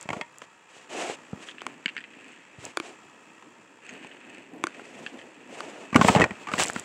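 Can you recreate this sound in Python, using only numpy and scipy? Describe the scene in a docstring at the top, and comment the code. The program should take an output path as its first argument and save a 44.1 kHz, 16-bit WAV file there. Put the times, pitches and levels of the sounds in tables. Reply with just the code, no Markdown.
"""A battery toy train whirs and rattles along plastic track on a carpet in a wooden room.
Gear teeth sound through its shell, wheels drum on the track, wagons click; under a pushing hand
it rumbles and rattles louder. Clothes brush past close by and stiff plastic snaps, mostly in pairs.
At the end a camera is grabbed and moved: fingers knock and rub on its case."""
import sys
import numpy as np
from scipy import signal
from scipy.fft import rfft, irfft, next_fast_len
from scipy.io import wavfile
from scipy.ndimage import map_coordinates

SR = 44100
rng = np.random.default_rng(int(sys.argv[2]) if len(sys.argv) > 2 else 0)


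def materialize(psi):
    """Save the field psi as 16-bit PCM at rate SR to the path in sys.argv[1].

    A 1-D psi becomes a single channel; in a 2-D psi each row is a channel.
    """
    bounded = np.clip(np.atleast_2d(psi).T, -1, 1)
    quanta = np.round(bounded * 32767).astype(np.int16)
    wavfile.write(sys.argv[1], SR, quanta)


N = 301644
NOW_S = np.arange(N) / SR
AGE_S = np.arange(SR // 5) / SR  # time since a contact

# Room decay. Each row: frequency in Hz, t60 in seconds.
ROOM_DECAY = [(150, 0.12), (1500, 0.27), (10000, 0.23)]

# Noise spectra of cloth, skin, case and train. Each row: frequency in Hz, relative density in dB.
HISS_SPECTRUM = [(60, -50), (300, -15.5), (900, -3.5), (1500, 0), (2800, 3.5), (4000, -7), (5300, -8.5),
                 (6500, -5.5), (7800, -4.5), (9000, -14.5), (11500, -29), (15500, -47)]
RUSH_SPECTRUM = [(40, -45), (110, -20.5), (220, -1.5), (350, 7), (500, 5), (700, 6.5), (950, -2.5),
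                 (1200, -6), (3000, -45)]
SKIN_SPECTRUM = [(300, -8), (900, 0), (1500, -2), (2800, 0.5), (4000, -5), (5300, -7.5), (6500, -7),
                 (7800, -1.5), (9000, -15.5), (11500, -27.5), (15500, -22)]
CRACKLE_SPECTRUM = [(100, -43), (500, -14), (2500, -41), (5000, -13.5), (7600, 1), (9500, -14.5),
                    (12000, -23), (15500, -40)]
CASE_SPECTRUM = [(80, -8), (200, 1), (500, -1.5), (1000, 4.5), (1500, -5), (2100, 1), (2800, -3.5),
                 (3800, -16), (5500, -19.5), (7600, -15), (9500, -31.5), (12000, -43), (15500, -35)]
HOLLOW_SPECTRUM = [(40, -5), (90, -0.5), (150, 1), (260, -1), (420, 5), (680, 1), (1000, -6.5),
                   (1600, -9.5), (3000, -57)]
RUMBLE_SPECTRUM = [(40, -37), (100, -18), (170, -8), (260, 2.5), (400, -3.5), (700, -8.5), (1100, -16),
                   (2000, -46.5)]
RATTLE_SPECTRUM = [(600, -35), (1300, -2), (1800, 7), (2200, 4.5), (2600, 8.5), (3200, -2.5), (4000, -12),
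                   (5300, -18), (6500, -16), (7900, -10), (9300, -38), (12000, -72)]
GEAR_SPECTRUM = [(60, -6.5), (130, 8), (300, 8.5), (700, 8.5), (2800, -23.5), (4000, -12), (5500, -9.5),
                 (7600, -15), (9500, -15), (12000, -26), (15500, -19)]

# Modes of struck plastic parts. Each row: frequency in Hz, level in dB, t60 in seconds.
TRACK_MODES = [(598, -7.5, 0.057), (944, -15, 0.11), (1840, -8.5, 0.069), (2130, 0.5, 0.044),
               (2570, -2, 0.028), (3300, -11, 0.039), (4600, -11, 0.014)]
SNAP_MODES = [(340, -11.5, 0.044), (560, -3.5, 0.0049), (1132, -1, 0.012), (1494, -3, 0.012),
              (2288, -7, 0.012), (3320, -11.5, 0.0094), (4680, -14.5, 0.0088), (7500, -36, 0.0038),
              (9310, -15.5, 0.0051)]
WAGON_MODES = [(231, -23, 0.023), (1690, -5.5, 0.0078), (2510, -3.5, 0.01), (2780, -2, 0.0072),
               (3075, -8, 0.015), (4700, -25, 0.012), (8000, -29, 0.0068)]

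# Axle and engine shell resonances. Each row: centre in Hz, width in Hz, gain in dB.
AXLE_PEAKS = [(1780, 73, -4), (2566, 58, 4), (2950, 220, -10), (4400, 140, -15.5), (6420, 220, -15.5),
              (7500, 250, -16.5), (8180, 190, -12.5)]
SHELL_PEAKS = [(292, 360, -11), (518, 67, -5.5), (916, 144, -2.5), (1310, 170, -3), (1640, 130, -4.5),
               (1740, 71, -2), (1903, 61, -2.5), (2350, 114, -5.5), (2560, 250, -7), (2940, 170, -11),
               (3240, 130, -10.5), (7500, 900, -14.5)]

# Clothes brushing, fingers sliding. Each row: start and length in seconds, hiss and low rush in dB.
CLOTH_STROKES = [(0, 0.048, -51, -56.5), (.09, 0.13, -52, -40), (.41, 0.045, -53, -54),
                 (.68, .19, -54, -59.5), (.89, 0.27, -36.5, -34.5), (1.15, 0.23, -63.5, -64),
                 (1.38, 0.15, -48, -58), (2.57, .16, -51, -59), (2.81, 0.14, -49, -47.5),
                 (4.66, 0.67, -55.5, -53), (5.48, .29, -48.5, -43.5), (5.73, 0.15, -53.5, -45.5)]
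FINGER_STROKES = [(2.61, .08, -50.5, -47), (5.94, 0.089, -39.5, -27.5), (6.008, 0.15, -28.5, -27),
                  (6.14, 0.13, -45, -23.5), (6.25, .1, -60, -42.5), (6.38, 0.078, -57, -51.5),
                  (6.51, 0.12, -41, -36), (6.578, 0.071, -24, -37.5), (6.655, 0.054, -37.5, -40),
                  (6.7, 0.15, -45, -45)]
# Knocks on and beside the camera.
# Each row: start in seconds, level in dB, ring in Hz, t60 in seconds, thud in dB.
CASE_KNOCKS = [(0.055, -38, 607, 0.043, -33.5), (0.1308, -20, 1117, 0.03, -27),
               (0.166, -35, 586, 0.11, -24), (.418, -27, 460, 0.022, -46), (2.663, -31.5, 560, 0.025, -41),
               (3.424, -38, 920, 0.029, -58), (4.046, -31, 886, 0.018, -46),
               (4.7951, -30.5, 1400, 0.019, -50), (5.928, -26.5, 1180, 0.067, -18.5),
               (5.945, -16.5, 2250, 0.039, -41), (5.96, -3.5, 1160, 0.033, -2.5),
               (6.0128, -5.5, 1066, 0.038, -4.5), (6.0465, -7.5, 490, 0.024, -4.5),
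               (6.084, -4, 928, 0.042, -15), (6.15, -9, 620, 0.038, -16), (6.1592, -13, 854, 0.1, -12),
               (6.185, -20.5, 1790, .034, -30), (6.198, -9.5, 493, 0.033, -8.5),
               (6.2092, -7.5, 1360, 0.017, -20), (6.2162, -10, 1937, 0.06, -27),
               (6.2406, -6, 1870, 0.021, -24), (6.308, -24.5, 1926, 0.025, -23),
               (6.471, -26.5, 1150, 0.051, -53.5), (6.486, -27.5, 1217, 0.11, -47),
               (6.516, -24, 1320, 0.035, -48), (6.5371, -12, 1150, 0.019, -17.5),
               (6.581, -21.5, 1950, 0.042, -23), (6.597, -8.5, 855, 0.011, -28),
               (6.653, -18.5, 2020, 0.0096, -33.5), (6.699, -10.5, 1290, 0.0066, -38),
               (6.7615, -14, 1430, 0.013, -16.5)]
# Soft bumps through floor and case. Each row: start in seconds, level in dB, pitch in Hz.
SOFT_BUMPS = [(0.09, -29, 193), (0.107, -27, 130), (1.097, -21.5, 396), (1.3311, -21.5, 201),
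              (1.856, -39, 203), (2.584, -32.5, 127), (5.955, -3.5, 238), (5.993, -10, 200),
              (6.097, -6.5, 215), (6.162, -5.5, 171), (6.221, -8.5, 259), (6.315, -26, 204)]
# Cloth and skin catching. Each row: start in seconds, level in dB.
CRACKLES = [(.012, -26.5), (0.0281, -27.5), (0.3843, -32), (2.2895, -45), (2.6526, -20.5), (5.9594, -12),
            (6.081, -14), (6.5972, -14), (6.636, -10), (6.6835, -16), (6.734, -23), (6.7968, -20.5)]
# Track settling. Each row: start in seconds, level in dB, factor on the ring time.
TRACK_CLACKS = [(0.0894, -22.5, 0.51), (.103, -22, 0.42), (.212, -22, 1.25)]
# Plastic snapping over and back. Each row: start in seconds, level in dB, relative crack in dB.
PLASTIC_SNAPS = [(1.618, -24.5, -6), (1.666, -17.5, -1.5), (2.772, -12.5, -5), (2.8, -18, -0.5),
                 (4.639, -9.5, -3), (4.6692, -16.5, -2.5), (5.6054, -20, -1.5)]
# Wagons and couplings clicking. 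Each row: start in seconds, level in dB, ring in Hz.
WAGON_CLICKS = [(1.487, -25.5, 3300), (1.5125, -35, 3480), (1.583, -29.5, 2860), (1.607, -33, 3070),
                (1.859, -8, 2330), (1.881, -23, 2740), (1.89, -24, 2770), (1.9662, -20, 2140),
                (1.979, -22, 1880), (2.0058, -29, 1880), (2.04, -31, 2030), (2.135, -34.5, 1920),
                (3.892, -32.5, 6560), (4.115, -38, 2900), (5.064, -17, 1690), (5.19, -32.5, 1990),
                (5.2143, -33.5, 1980)]
# A hand pushing the engine.
# Each row: start and length in seconds, rumble and rattle in dB, one unused value.
HAND_PUSHES = [(1.6, 0.16, -54.5, -61, -70), (2.15, .27, -57, -60.5, -49), (3.82, .17, -54, -50.5, -47),
               (3.94, 0.24, -59, -53, -51), (4.16, 0.31, -69, -55.5, -48)]
# Free rolling. Each row: time in seconds, rumble in dB, rattle in dB.
ROLL_LEVELS = [(1.1, -60, -63), (1.4, -53, -61.5), (2.05, -58.5, -56.5), (2.55, -64, -58),
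               (2.95, -57.5, -66.5), (3.75, -60, -65), (4.55, -51.5, -58.5), (4.72, -51.5, -53),
               (5.03, -48, -54.5), (5.33, -54, -59), (5.55, -52, -54)]
# Gear whine. Each row: multiple of the shaft rate, level in dB.
WHINE_PARTIALS = [(3, -12.5), (5, 0.5), (14, -2.5), (20, -4.5), (29, -20), (33, -1), (41, 4)]
# Motor level, set by distance and load. Each row: time in seconds, level in dB.
MOTOR_LEVELS = [(0, -53.5), (.6, -57), (1.3, -53.5), (2.1, -58.5), (3.1, -55), (3.7, -58.5), (4.5, -60.5),
                (5.4, -57), (6.4, -51.5), (6.84, -50)]


def amp(db):
    """Decibels to gain."""
    return 10 ** (np.asarray(db) / 20)


def unit_rms(x):
    """Scale to rms 1."""
    return x / np.sqrt(np.mean(x ** 2) + 1e-20)


def unit_peak(x):
    """Scale to peak 1."""
    return x / (np.abs(x).max() + 1e-20)


def log_interp(points, hz):
    """Read (Hz, value) points on a log axis."""
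    knots_hz, values = np.transpose(points)
    return np.interp(np.log(hz + 1), np.log(knots_hz + 1), values)


def curves(rows):
    """Per-sample curve for each column after the time."""
    times_s, *columns = np.transpose(rows)
    return [np.interp(NOW_S, times_s, column) for column in columns]


def wobble(rate_hz):
    """Smooth random curve."""
    return map_coordinates(rng.standard_normal(int(N * rate_hz / SR) + 4), [NOW_S * rate_hz])


def strokes(rows, column, roundness=0.67):
    """Gain of strokes that swell and die; column picks the level."""
    gain = np.zeros(N)
    for row in rows:
        start_s, length_s = row[:2]
        progress = np.clip((NOW_S - start_s) / length_s, 0, 1)
        gain += amp(row[column]) * np.abs(np.sin(np.pi * progress)) ** roundness
    return gain


def filtered(x, response):
    """Apply a complex frequency response."""
    size = next_fast_len(len(x) + SR // 4)
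    return irfft(rfft(x, size) * response(np.fft.rfftfreq(size, 1 / SR)), size)[:len(x)]


def coloured(x, spectrum, size=4096):
    """Minimum-phase filter with the given spectrum."""
    cepstrum = irfft(np.log(amp(log_interp(spectrum, np.fft.rfftfreq(size, 1 / SR)))))
    cepstrum[1:size // 2] *= 2
    cepstrum[size // 2 + 1:] = 0
    return signal.fftconvolve(x, irfft(np.exp(rfft(cepstrum))))[:len(x)]


def resonances(x, peaks, edge_hz):
    """Drive a body's resonances, rolled off above edge_hz; rms 1."""
    def response(hz):
        body = 0
        for k, (centre_hz, width_hz, db) in enumerate(peaks):
            damping = 1j * hz * width_hz
            body += (-1) ** k * amp(db) * damping / (centre_hz ** 2 - hz ** 2 + damping)
        return body / (1 + (hz / edge_hz) ** 12)
    return unit_rms(filtered(x, response))


def grainy(rate_hz, spread_db, share):
    """Noise of rms 1; tiny uneven contacts carry a share of the power."""
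    contacts = (rng.random(N) < rate_hz / SR) * rng.choice([-1, 1], N)
    sizes = amp(spread_db * np.clip(rng.standard_normal(N), -2, 2))
    return np.sqrt(share) * unit_rms(contacts * sizes) + np.sqrt(1 - share) * rng.standard_normal(N)


def texture(spectrum, rate_hz, spread_db, share):
    """Coloured grainy noise, rms 1."""
    return unit_rms(coloured(grainy(rate_hz, spread_db, share), spectrum))


def fade(t60_s):
    """Exponential decay."""
    return np.exp(-np.log(1000) * AGE_S / t60_s)


def mode(hz, t60_s):
    """One damped vibration."""
    return np.sin(2 * np.pi * hz * AGE_S) * fade(t60_s)


def ring(modes, scatter_db, detune):
    """Struck body; each blow hits a new spot and reweights the modes."""
    out = 0
    for k, (hz, db, t60_s) in enumerate(modes):
        weight = (-1) ** k * amp(db + scatter_db * rng.normal())
        out += weight * mode(hz * (1 + detune * rng.normal()), t60_s)
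    return unit_peak(out)


def burst(spectrum, t60_s):
    """Dying chatter of micro-contacts."""
    chatter = coloured(rng.standard_normal(len(AGE_S)) * fade(t60_s), spectrum)
    return 0.5 * chatter * np.linalg.norm(fade(t60_s)) / np.linalg.norm(chatter)


def add(out, start_s, sound):
    """Mix a sound in at start_s."""
    start = round(start_s * SR)
    out[start:start + len(sound)] += sound[:N - start]


def room(x):
    """Short reverberation off wooden walls, 5 ms late."""
    hz, age_s, noise = signal.stft(rng.standard_normal(SR // 2), SR, nperseg=256)
    decay = np.exp(-np.log(1000) * age_s / log_interp(ROOM_DECAY, hz)[:, None])
    tail = signal.istft(noise * decay, SR, nperseg=256)[1]
    return signal.fftconvolve(x, np.pad(tail / np.linalg.norm(tail), (SR // 200, 0)))[:N]


def friction(rows, hiss_spectrum, rush_spectrum, grain_share):
    """Sliding cloth or skin hisses with speed; pressure adds a low rush."""
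    speed, pressure = strokes(rows, column=2), strokes(rows, column=3)
    hiss = speed * amp(2.3 * wobble(60)) * texture(hiss_spectrum, 2500, 2.5, grain_share)
    rush = pressure * amp(0.31 * wobble(36)) * texture(rush_spectrum, 600, 3.5, 0.49)
    return hiss + rush


def handling(thud_hz=200, thud_t60_s=0.029, bump_t60_s=0.028, flesh_s=0.0008):
    """Knocks chatter in the case, ring the touched spot and thud; soft bumps flex it with a dull puff."""
    out = np.zeros(N)
    press = 1 - np.exp(-AGE_S / flesh_s)
    for start_s, db, hz, t60_s, thud_db in CASE_KNOCKS:
        thud = mode(thud_hz * np.exp(0.12 * rng.normal()), thud_t60_s)
        # neighbouring wall modes beat against the main one
        partners = sum(mode(hz * ratio * (1 + 0.083 * rng.normal()), 1.31 * t60_s)
                       for ratio in (0.84, 1.25))
        spot = mode(hz, t60_s) - amp(-7) * partners
        knock = burst(CASE_SPECTRUM, t60_s) + amp(-2.5) * press * spot
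        add(out, start_s, amp(db) * knock + amp(thud_db) * press * thud)
    for start_s, db, hz in SOFT_BUMPS:
        flex = mode(hz, bump_t60_s) + amp(-6) * mode(2.07 * hz, t60_s=0.018)
        puff = amp(-4) * burst(HOLLOW_SPECTRUM, t60_s=0.014)
        add(out, start_s, -amp(db) * unit_peak(press * (flex + puff)))
    return out


def crackles(regrip_s=(6.63, 6.76), regrip_db=-24, count=6):
    """Cloth and skin catch briefly; a shifting grip adds random catches."""
    out = np.zeros(N)
    catches = [(rng.uniform(*regrip_s), regrip_db + 1.5 * rng.normal()) for _ in range(count)]
    for start_s, db in CRACKLES + catches:
        add(out, start_s, amp(db) * unit_peak(burst(CRACKLE_SPECTRUM, t60_s=0.00097)))
    return out


def snaps():
    """Stiff plastic snaps over with a crack and a short ring."""
    out = np.zeros(N)
    for start_s, db, crack_db in PLASTIC_SNAPS:
        body = ring(SNAP_MODES, scatter_db=2.5, detune=0.024)
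        crack = amp(crack_db) * burst(HISS_SPECTRUM, t60_s=0.0076)
        add(out, start_s, amp(db) * (body + crack))
    return out


def track_clacks():
    """A piece of track clacks down, rings and settles."""
    out = np.zeros(N)
    for start_s, db, ring_factor in TRACK_CLACKS:
        modes = [(hz, mode_db, t60_s * ring_factor) for hz, mode_db, t60_s in TRACK_MODES]
        body = ring(modes, scatter_db=2.5, detune=0.0058)
        chatter = amp(3.5) * burst(CASE_SPECTRUM, t60_s=0.027)
        add(out, start_s, amp(db) * (body + chatter))
    return out


def wagon_clicks(hits=3, t60_s=0.013, rebound_s=0.0058, loss_db=5.5, cap_db=-22.5):
    """Each click rings a wagon and rebounds ever more weakly; the coupling's play caps the rebound."""
    out = np.zeros(N)
    contact = 1 - np.exp(-AGE_S / 0.0001)  # the plastic gives a little
    for start_s, db, hz in WAGON_CLICKS:
        for _ in range(hits):
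            spot = amp(-3) * mode(hz * np.exp(0.022 * rng.normal()), t60_s)
            body = amp(-3) * ring(WAGON_MODES, scatter_db=4.5, detune=0.048)
            chatter = amp(-8) * burst(RATTLE_SPECTRUM, t60_s)
            add(out, start_s, amp(db) * contact * (body + spot + chatter))
            start_s += rebound_s * np.exp(0.2 * rng.normal())
            db = min(db, cap_db) - loss_db
    return out


def wheels(start_s=0.8, rise_s=0.04):
    """Wheels drum on hollow track, wagons rattle and axles tick, all harder under a push."""
    rumble_db, rattle_db = curves(ROLL_LEVELS)
    drumming = amp(rumble_db) + strokes(HAND_PUSHES, column=2)
    shaking = amp(rattle_db) + strokes(HAND_PUSHES, column=3)
    rumble = drumming * amp(2.7 * wobble(20)) * texture(RUMBLE_SPECTRUM, 300, 2.9, 0.45)
    rattle = texture(RATTLE_SPECTRUM, rate_hz=350, spread_db=6.2, share=0.39)
    ticks = resonances(grainy(rate_hz=70, spread_db=4.5, share=0.99), AXLE_PEAKS, edge_hz=12000)
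    loose_parts = shaking * amp(0.33 * wobble(35)) * (rattle + amp(-7) * ticks)
    return np.clip((NOW_S - start_s) / rise_s, 0, 1) * (rumble + loose_parts)


def motor(shaft_hz=63.9, teeth=4, drift=0.0072):
    """Gears scrape once a tooth, harder once a turn, through the shell; the shaft ticks and whines."""
    turns = np.cumsum(shaft_hz * (1 + drift * wobble(4))) / SR
    angle_rad = 2 * np.pi * turns
    load = (1 + 0.26 * np.cos(angle_rad)) * (1 + 0.16 * np.cos(teeth * angle_rad))
    shell = resonances(load * grainy(700, 1.4, 0.13), SHELL_PEAKS, edge_hz=9200)
    mesh = unit_rms(coloured(load * grainy(400, 5.8, 0.4), GEAR_SPECTRUM))
    play = np.exp(-9 * (turns % 1)) * amp(2.3 * wobble(50))  # the loose shaft knocks unevenly
    ticks = unit_rms(coloured(play * rng.standard_normal(N), RATTLE_SPECTRUM))
    whine = sum(amp(db + 2 * wobble(7.5)) * np.sin(multiple * angle_rad)
                for multiple, db in WHINE_PARTIALS)
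    gain = amp(curves(MOTOR_LEVELS)[0] + 0.58 * wobble(11))
    return gain * (shell + amp(-7) * mesh + amp(-12) * ticks + amp(-15) * whine)


def scene(small_parts_hz=170):
    """Train, clothes and hands; only the impacts feed the room."""
    # small parts radiate little bass
    highpass = signal.butter(2, small_parts_hz, "highpass", fs=SR, output="sos")
    clicks = signal.sosfilt(highpass, wagon_clicks() + track_clacks() + snaps() + crackles())
    knocks = handling()
    train = motor() + wheels()
    clothes = friction(CLOTH_STROKES, HISS_SPECTRUM, RUSH_SPECTRUM, grain_share=0.24)
    fingers = friction(FINGER_STROKES, SKIN_SPECTRUM, HOLLOW_SPECTRUM, grain_share=0.79)
    reverb = room(amp(-21) * clicks + amp(-27) * knocks)
    return (train + clothes + fingers + clicks + knocks + reverb)[None]


def record(dry, bass_hz=80, treble_hz=11000, top_hz=15850, top_db=-8, ceiling=0.72):
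    """Microphone: bass cut, soft peak limit, treble slope, band limit."""
    thin = signal.sosfilt(signal.butter(4, bass_hz, "highpass", fs=SR, output="sos"), dry[0])
    limited = thin / (1 + np.abs(thin / ceiling) ** 6) ** (1 / 6)
    response = lambda hz: amp(np.interp(hz, [treble_hz, top_hz], [0, top_db])) * (hz < top_hz)
    return filtered(limited, response)[None]


dry = scene()
out = record(dry)
materialize(out)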